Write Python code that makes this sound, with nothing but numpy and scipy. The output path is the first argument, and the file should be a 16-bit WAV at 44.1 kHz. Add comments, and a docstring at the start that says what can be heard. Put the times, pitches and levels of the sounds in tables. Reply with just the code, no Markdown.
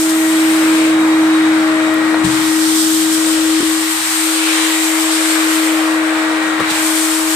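"""The motor of a wet vacuum cleaner hums in a tiled room, heard by a phone held beside the wand.
The hum is a sine at the shaft speed, with quieter sines at multiples of it.
The squeegee nozzle knocks on the tiles, and hisses when its rubber lips seal on them.
Air roars in hose and exhaust over a low rumble: these and the hiss are noise built in narrow bands."""
import sys
import numpy as np
from scipy import signal
from scipy.fft import rfft, irfft, next_fast_len
from scipy.io import wavfile
from scipy.ndimage import uniform_filter1d

SR = 44100
rng = np.random.default_rng(int(sys.argv[2]) if len(sys.argv) > 2 else 0)


def store_wav(level_fs):
    """Save 16-bit WAV to argv[1]."""
    pcm = np.round(np.clip(np.atleast_2d(level_fs), -1, 1) * 32767)
    wavfile.write(sys.argv[1], SR, pcm.T.astype(np.int16))


N = 324135
T = np.arange(N) / SR  # time of each sample in seconds
SIZE = next_fast_len(N)
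LOG_HZ = np.log2(np.arange(1, SIZE // 2 + 2) * SR / SIZE)  # pitch axis in octaves, for the spectra
SIDE = np.array([[1], [-1]])  # left, right

# Shaft speed; it sags while the nozzle is off the tiles and air flows freely.
# Each row: start in seconds, turns per second in Hz.
SHAFT_SPEED = [(0.0, 319.8), (1.0, 318.6), (1.8, 317.1), (2.3, 317.1), (2.9, 318.7), (3.7, 319.0),
               (4.4, 319.6), (5.3, 319.0), (5.9, 318.0), (6.55, 316.6), (7.35, 318.4)]


def motor():
    """The spinning shaft sounds once per turn and, more quietly, several times per turn."""
    speed_hz, = curves(SHAFT_SPEED)
    turn = 2 * np.pi * np.cumsum(speed_hz) / SR
    return np.sqrt(2) * (shaft_tone(turn) + overtones(turn))  # a sine's peak is root 2 times its rms


# Shaft tone as the phone moves through the room's standing waves.
# Each row: start in seconds, level in dB.
HUM_LEVEL = [(0.0, -15), (0.7, -12), (1.15, -12), (1.45, -12), (1.8, -15), (2.3, -15.5), (2.43, -17),
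             (2.5, -15), (3.05, -16.5), (3.58, -14.7), (3.68, -15.6), (3.87, -20.3), (4.03, -28.5),
             (4.13, -25), (4.26, -19.5), (4.9, -19), (5.8, -16), (6.15, -17.5), (6.62, -20), (6.75, -22.5),
             (6.85, -18.5), (7.35, -19.5)]
# Which way the phone faces the machine.
# Each row: start in seconds, left minus right level in dB, left lead over right in radians.
PHONE_FACING = [(0.0, -3, .31), (1.3, -2.5, .28), (1.75, .5, .28), (2.2, 3, .15), (2.6, 2.2, .11),
                (3.7, 1.5, 0.094), (4.75, 2.5, .01), (5.95, 1, .07), (6.7, 2, -.14), (7.35, 2, -.2)]
# The hum flips over and drops for a moment: from seconds, to seconds, change in dB.
HUM_HICCUP = (3.606, 3.629, -5.5)


def shaft_tone(turn):
    """One sine per turn, with a level and phase difference between the two microphone ports."""
    level_db, = curves(HUM_LEVEL)
    pan_db, lead_rad = curves(PHONE_FACING)
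    start, end, drop_db = HUM_HICCUP
    flip = np.where((T > start) & (T < end), -undb(drop_db), 1.0)
    flip = uniform_filter1d(flip, size=130)  # soften the edges
    gain = flip * undb(level_db + 0.31 * walk(16) + SIDE / 2 * pan_db)
    return gain * np.sin(turn + SIDE / 2 * lead_rad)


# Overtones swell and fade at each port as it moves.
# Each row: start in seconds, then left and right level in dB of the 2nd, the 6th and the 12th.
OVERTONE_LEVELS = [(0.0, -37, -35.5, -45, -45, -52, -50), (0.25, -33.5, -34, -30.5, -38, -46, -45),
                   (0.55, -33, -41, -38, -40, -45, -40), (0.9, -32, -40, -41, -33, -52, -40),
                   (1.25, -39, -38, -39, -29, -47, -36), (1.45, -56, -38, -33, -38, -45, -35),
                   (1.62, -30, -28, -35, -33, -45, -44), (1.9, -26.5, -30, -31, -30, -44, -46),
                   (2.15, -38, -59, -31.5, -38, -49, -42), (2.5, -44, -55, -33, -40, -50, -48),
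                   (2.9, -46, -53, -41, -36, -46, -46), (3.35, -38.5, -44, -37, -47, -40, -46),
                   (3.9, -60, -56, -35, -43, -48, -46), (4.25, -52, -42, -42, -42, -52, -38.5),
                   (4.65, -45, -43, -35, -32, -46, -41), (5.15, -37, -34, -45, -40, -42, -45),
                   (5.55, -40, -41, -40, -30, -46, -48), (5.8, -35.5, -39, -36, -30, -49, -46),
                   (6.1, -33, -30, -42, -28.5, -42, -48), (6.45, -32, -46, -29, -28, -47, -42),
                   (6.67, -36, -52, -35, -40, -44, -39), (6.82, -37, -35, -36, -39, -47, -46),
                   (7.35, -39, -38, -42, -44, -44, -42)]
# Which multiples of the shaft speed those three pairs are.
OVERTONE_MULTIPLES = (2, 6, 12)
# Fainter overtones. Each row: multiple of the shaft speed, left level in dB, right level in dB.
FAINT_OVERTONES = [(3, -48, -42), (4, -45.5, -42), (5, -44.5, -41.5)]


def overtones(turn):
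    """Sines at multiples of the shaft speed; shorter waves part more between the ports."""
    levels = curves(OVERTONE_LEVELS)
    part_rad = 1.5 * walk(2)  # slow drift of phase between the ports, as the 6th has it
    pairs = [(k, levels[2 * i:2 * i + 2]) for i, k in enumerate(OVERTONE_MULTIPLES)]
    pairs += [(k, faint_db) for k, *faint_db in FAINT_OVERTONES]
    out = np.zeros((2, N))
    for k, pair in pairs:
        short = (k - 2) / 4  # 0 for the 2nd, whose phase does not drift; 1 for the 6th
        for channel, level_db, half in zip(out, pair, (0.5, -0.5)):
            drift = short * (half * part_rad + 0.35 * walk(12))
            gain = undb(level_db + (0.6 + 1.1 * short) * walk(25))
            channel += gain * np.sin(k * turn + drift)
    return out


# Nozzle and wand knocks. Each row: start in seconds, thump level in dB,
# damping of the thump by hand and floor in 1/s, clack level in dB, tick level in dB.
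KNOCK_EVENTS = [(1.941, -50, 0, -42, -13), (2.143, -40, 40, -10, -45), (2.239, -8.5, 2, -18, -20),
                (2.261, -15, 5, -33, -30), (6.593, -17, 40, -15, -40), (6.602, -16, 40, -10.5, -30),
                (6.612, -17, 40, -24, -45), (6.709, -22, 40, -20, -20)]
# Ringing of the wand and its air column.
# Each row: pitch in Hz, level in dB, time to fade by 60 dB in seconds before the extra damping.
WAND_MODES = [(60, -10, .12), (84.95, -8, 0.17), (127.3, -10, 0.79), (177, 3, 0.13), (207, -12, 0.09),
              (1110, -10.5, 0.35)]
# Ringing of the plastic nozzle, before each clack's random stretch.
# Each row: pitch in Hz, level in dB, time to fade by 60 dB in seconds.
NOZZLE_MODES = [(414, -1.5, 0.033), (543, -1, 0.056), (795, -0.5, 0.021), (1165, 0, 0.04), (1900, -5, .025),
                (3370, -5, 0.022)]


def knocks():
    """Each blow rings the wand and its air column, clacks the plastic nozzle and ticks on the tile."""
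    out = np.zeros((2, N + SR))
    t = np.arange(SR // 2) / SR
    bright = signal.butter(3, 10000, "high", fs=SR, output="sos")
    thump = rings(WAND_MODES, t) * (1 - np.exp(-t / 0.0036))  # rubber lips soften the push
    for start, thump_db, damping, clack_db, tick_db in KNOCK_EVENTS:
        stretch = 1 + 0.094 * rng.standard_normal()  # each clack differs in pitch and decay
        clack = rings(NOZZLE_MODES, t * stretch) * (1 - np.exp(-t / 0.00044))
        burst = rng.standard_normal((2, len(t))) * np.exp(-t / 0.0012)
        tick = signal.sosfilt(bright, burst)
        blow = undb(thump_db) * thump * np.exp(-damping * t)
        blow = blow + undb(clack_db) * clack + undb(tick_db) * tick
        i = int(start * SR)
        out[:, i:i + len(t)] += blow
    return out[:, :N]


def rings(modes, t):
    """Decaying sines struck at time zero; neighbours swing opposite ways."""
    ring = [undb(db) * np.exp(-np.log(1000) * t / t60) * np.sin(2 * np.pi * hz * t) for hz, db, t60 in modes]
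    return (sum(ring[::2]) - sum(ring[1::2])) / 2


# Suction through the gap under the rubber lips.
# Each row: start in seconds, hiss level in dB before tilt and puffs,
# left minus right level in dB, which all the air noise takes on in the treble.
LIP_SEAL = [(0.0, -23, 0), (0.16, -26.5, 1.5), (0.3, -25.2, 0), (0.6, -25.8, 0.5), (0.82, -28.5, 0.5),
            (0.95, -32.5, 0), (1.2, -33.4, .2), (2.236, -34.5, .6), (2.244, -29, 1.5), (2.45, -25, -0.5),
            (2.8, -20, -1.7), (3.15, -21.5, -.2), (3.5, -23.5, 0.5), (4.35, -21.8, 0), (5.55, -23, 0.8),
            (5.75, -26, .3), (6.0, -32.3, -0.5), (6.665, -33.5, 0), (6.69, -28, -1.3), (6.72, -24, -2),
            (6.97, -21, 1), (7.35, -22, 0)]
# Brightness of the hiss. Each row: start in seconds, tilt in dB per octave around 8000 Hz.
HISS_TILT = [(0.0, 2), (0.5, 2.2), (0.9, -1.5), (2.2, -3.5), (2.55, 0.3), (3.0, 1.1), (3.55, -1.5),
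             (3.8, 0.5), (4.3, 1.5), (4.55, -2.2), (4.93, 3), (5.15, -1), (5.7, 2), (6.1, -1), (6.68, -3.5),
             (6.8, 2.2), (7.35, 1.5)]


def nozzle_hiss():
    """Air squeezing under the lips: level, tilt and left-right balance of the hiss over time."""
    level_db, pan_db = curves(LIP_SEAL)
    tilt_db, = curves(HISS_TILT)
    return level_db + puffs() + 0.7 * walk(28), tilt_db, pan_db


# Puffs of hiss as the lips slap the tiles.
# Each row: start in seconds, lift in dB, of which the peak reaches about three quarters.
LIP_PUFFS = [(0.09, 5.5), (2.243, 6), (6.597, 8.5), (6.7, 6)]


def puffs():
    """Each slap squeezes out air: a quick rise and fall of the hiss, in dB."""
    lift_db = np.zeros(N)
    for start, db in LIP_PUFFS:
        late = np.clip(T - start, 0, None)
        lift_db += 2 * db * (1 - np.exp(-late / 0.0051)) * np.exp(-late / 0.01)
    return lift_db


# Air in hose and exhaust.
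# Each row: start in seconds, hose drone in dB, hose roar in dB, exhaust rush in dB.
AIR_LEVELS = [(0.0, -39, -29.5, -32), (0.45, -36, -25, -28), (0.85, -31.5, -25.5, -26.5),
              (1.0, -33, -23.5, -32.5), (1.6, -34.5, -24, -30), (2.15, -32.5, -23, -32.5),
              (2.4, -39, -25, -28), (2.6, -39, -27, -33.5), (3.05, -41, -29.5, -32.5),
              (3.35, -35, -27.5, -31), (3.75, -40.5, -28.5, -29), (4.05, -48, -27.5, -27),
              (4.35, -39, -27, -26), (4.55, -35.5, -24.5, -23), (4.85, -38.5, -26.5, -26),
              (5.4, -35, -24.5, -26), (5.7, -33, -24.5, -25.5), (6.0, -34, -23, -29.5),
              (6.6, -33.5, -22, -30), (6.75, -39, -23, -25), (6.95, -38, -25.5, -30.5),
              (7.35, -38, -25.5, -29)]
# Low noises through hand and drum.
# Each row: start in seconds, grip rumble in dB, drum boom in dB.
LOW_LEVELS = [(0.0, -60, -41), (0.6, -63, -36), (1.3, -54, -36), (2.1, -54, -35), (2.3, -47, -32),
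              (2.6, -52, -40), (3.0, -61, -38), (3.35, -50, -41), (4.0, -56, -46.5), (4.4, -68, -51),
              (4.7, -59, -48), (5.8, -61, -45.5), (6.6, -54, -41), (7.35, -51, -49)]
# Colours of the noises, only the shape counts. Each row: pitch in Hz, power per Hz in dB.
HISS_COLOUR = [(2000, -26), (3200, 1), (4200, 0), (5500, 0.5), (7500, 0), (10000, -2), (12500, -4),
               (16000, -10.5)]
DRONE_COLOUR = [(230, -12), (330, -7.5), (480, 2), (600, 2), (740, -5), (950, -12)]
ROAR_COLOUR = [(560, -25), (720, -2.5), (850, -4.5), (1100, -0.5), (1500, -1), (2000, -6), (2400, -7),
               (2750, -29.5), (4000, -39)]
RUSH_COLOUR = [(1100, -20), (1600, -5.5), (2100, 0), (2700, -2), (3300, -5.5), (4200, -7.5), (5200, -23.5),
               (6500, -32)]
GRIP_COLOUR = [(25, -26), (40, -6), (55, -1), (80, -6.5), (120, -7)]
BOOM_COLOUR = [(60, -21), (90, -6.5), (130, -4.5), (200, 1), (280, 1), (400, -2)]
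# How alike left and right are. Each row: pitch in Hz, left-right correlation from 0 to 1.
PORT_LIKENESS = [(30, .7), (130, 0.88), (290, 1), (600, 0.79), (900, 0.64), (1400, 0.07), (3000, 0.026)]


def airflow():
    """Turbulent air and low rumble share noise bands; each band flickers a little on its own."""
    hiss_db, tilt_db, pan_db = nozzle_hiss()
    colours = DRONE_COLOUR, ROAR_COLOUR, RUSH_COLOUR, GRIP_COLOUR, BOOM_COLOUR, HISS_COLOUR
    levels = curves(AIR_LEVELS) + curves(LOW_LEVELS) + [hiss_db]
    levels = [db - span_db(table) for table, db in zip(colours, levels)]
    like_hz, like_value = np.transpose(PORT_LIKENESS)
    out = np.zeros((2, N))
    step = 1 / 4  # octaves between bands
    for log_hz in np.arange(np.log2(25), np.log2(17000), step):
        tilted = levels[:-1] + [levels[-1] + tilt_db * (log_hz - np.log2(8000))]
        # every 64th sample is enough for the slow levels
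        power = sum(undb(db[::64] + colour(table, log_hz)) ** 2 for table, db in zip(colours, tilted))
        treble = np.clip(log_hz - np.log2(2000), 0, 1)  # 0 below 2000 Hz, 1 above 4000 Hz
        swell_db = 0.8 - 0.4 * treble  # the treble swells less than the bass
        flicker_db = swell_db * walk(7) + 0.65 * walk(18)
        gain = np.interp(T, T[::64], np.sqrt(power)) * undb(flicker_db)
        like = np.clip(np.interp(log_hz, np.log2(like_hz), like_value), 0, 1)
        mid, apart = band_noise(log_hz, step)
        pair = np.sqrt((1 + like) / 2) * mid + np.sqrt((1 - like) / 2) * apart * SIDE
        out += gain * undb(treble * SIDE * pan_db / 2) * pair
    return out


def band_noise(log_hz, half):
    """Two unrelated noises in one raised-cosine band, unit power per Hz."""
    near = np.flatnonzero(np.abs(LOG_HZ - log_hz) < half)
    spectrum = np.zeros((2, len(LOG_HZ)), complex)
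    real, imaginary = rng.standard_normal((2, 2, len(near)))
    shape = np.cos(np.pi / 2 * (LOG_HZ[near] - log_hz) / half)
    spectrum[:, near] = (real + 1j * imaginary) * shape
    return irfft(spectrum, SIZE)[:, :N] * np.sqrt(SIZE * SR / 4)


def span_db(table):
    """Total power of a colour in dB; taking it off makes layer levels rms."""
    return 10 * np.log10(np.sum(undb(colour(table, LOG_HZ)) ** 2) * SR / SIZE)


def colour(table, log_hz, column=1):
    """Read a spectrum in dB on a log-frequency axis; silent outside its ends."""
    rows = np.array(table, float)
    return np.interp(log_hz, np.log2(rows[:, 0]), rows[:, column], left=-90, right=-90)


def undb(db):
    """Turn dB into gain."""
    return 10 ** (np.asarray(db) / 20)


def curves(table):
    """Columns of a time table, joined by straight lines, one value a sample."""
    s, *columns = np.transpose(table)
    return [np.interp(T, s, c) for c in columns]


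def walk(rate):
    """Random levels held 1 / rate seconds and smoothed twice; spread 1."""
    k = int(SR / rate)
    held = np.repeat(rng.standard_normal(N // k + 1), k)
    smooth = uniform_filter1d(uniform_filter1d(held, k), k)[:N]
    return smooth / smooth.std()


def scene():
    """All sources add up in the air at the phone."""
    return motor() + knocks() + airflow()


# The two microphone ports. Each row: pitch in Hz, left gain in dB, right gain in dB.
PORT_RESPONSE = [(59, 0.5, -1.5), (2520, 4.5, 1), (4200, 3, 3.5), (6430, -2.5, 2.5), (7350, 4.5, 6),
                 (7800, 6.5, 7.5), (8530, 12.5, -3), (9220, 6.5, -1), (10570, 0, -1.5), (12500, 4, -4),
                 (15100, 1.5, -5), (15250, -44, -45), (15800, -48, -53)]


def record(dry):
    """Each port has its own cavity resonance in the treble; the top is cut."""
    flat = np.clip(LOG_HZ, np.log2(PORT_RESPONSE[0][0]), np.log2(PORT_RESPONSE[-1][0]))  # level past the ends
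    ports = undb([colour(PORT_RESPONSE, flat, column=1), colour(PORT_RESPONSE, flat, column=2)])
    heard = irfft(rfft(dry, SIZE) * ports, SIZE)[:, :N]
    top_cut = signal.ellip(8, 0.2, 70, 15757, fs=SR, output="sos")  # low-pass, edge in Hz
    return signal.sosfilt(top_cut, heard)


dry = scene()
out = record(dry)
store_wav(out)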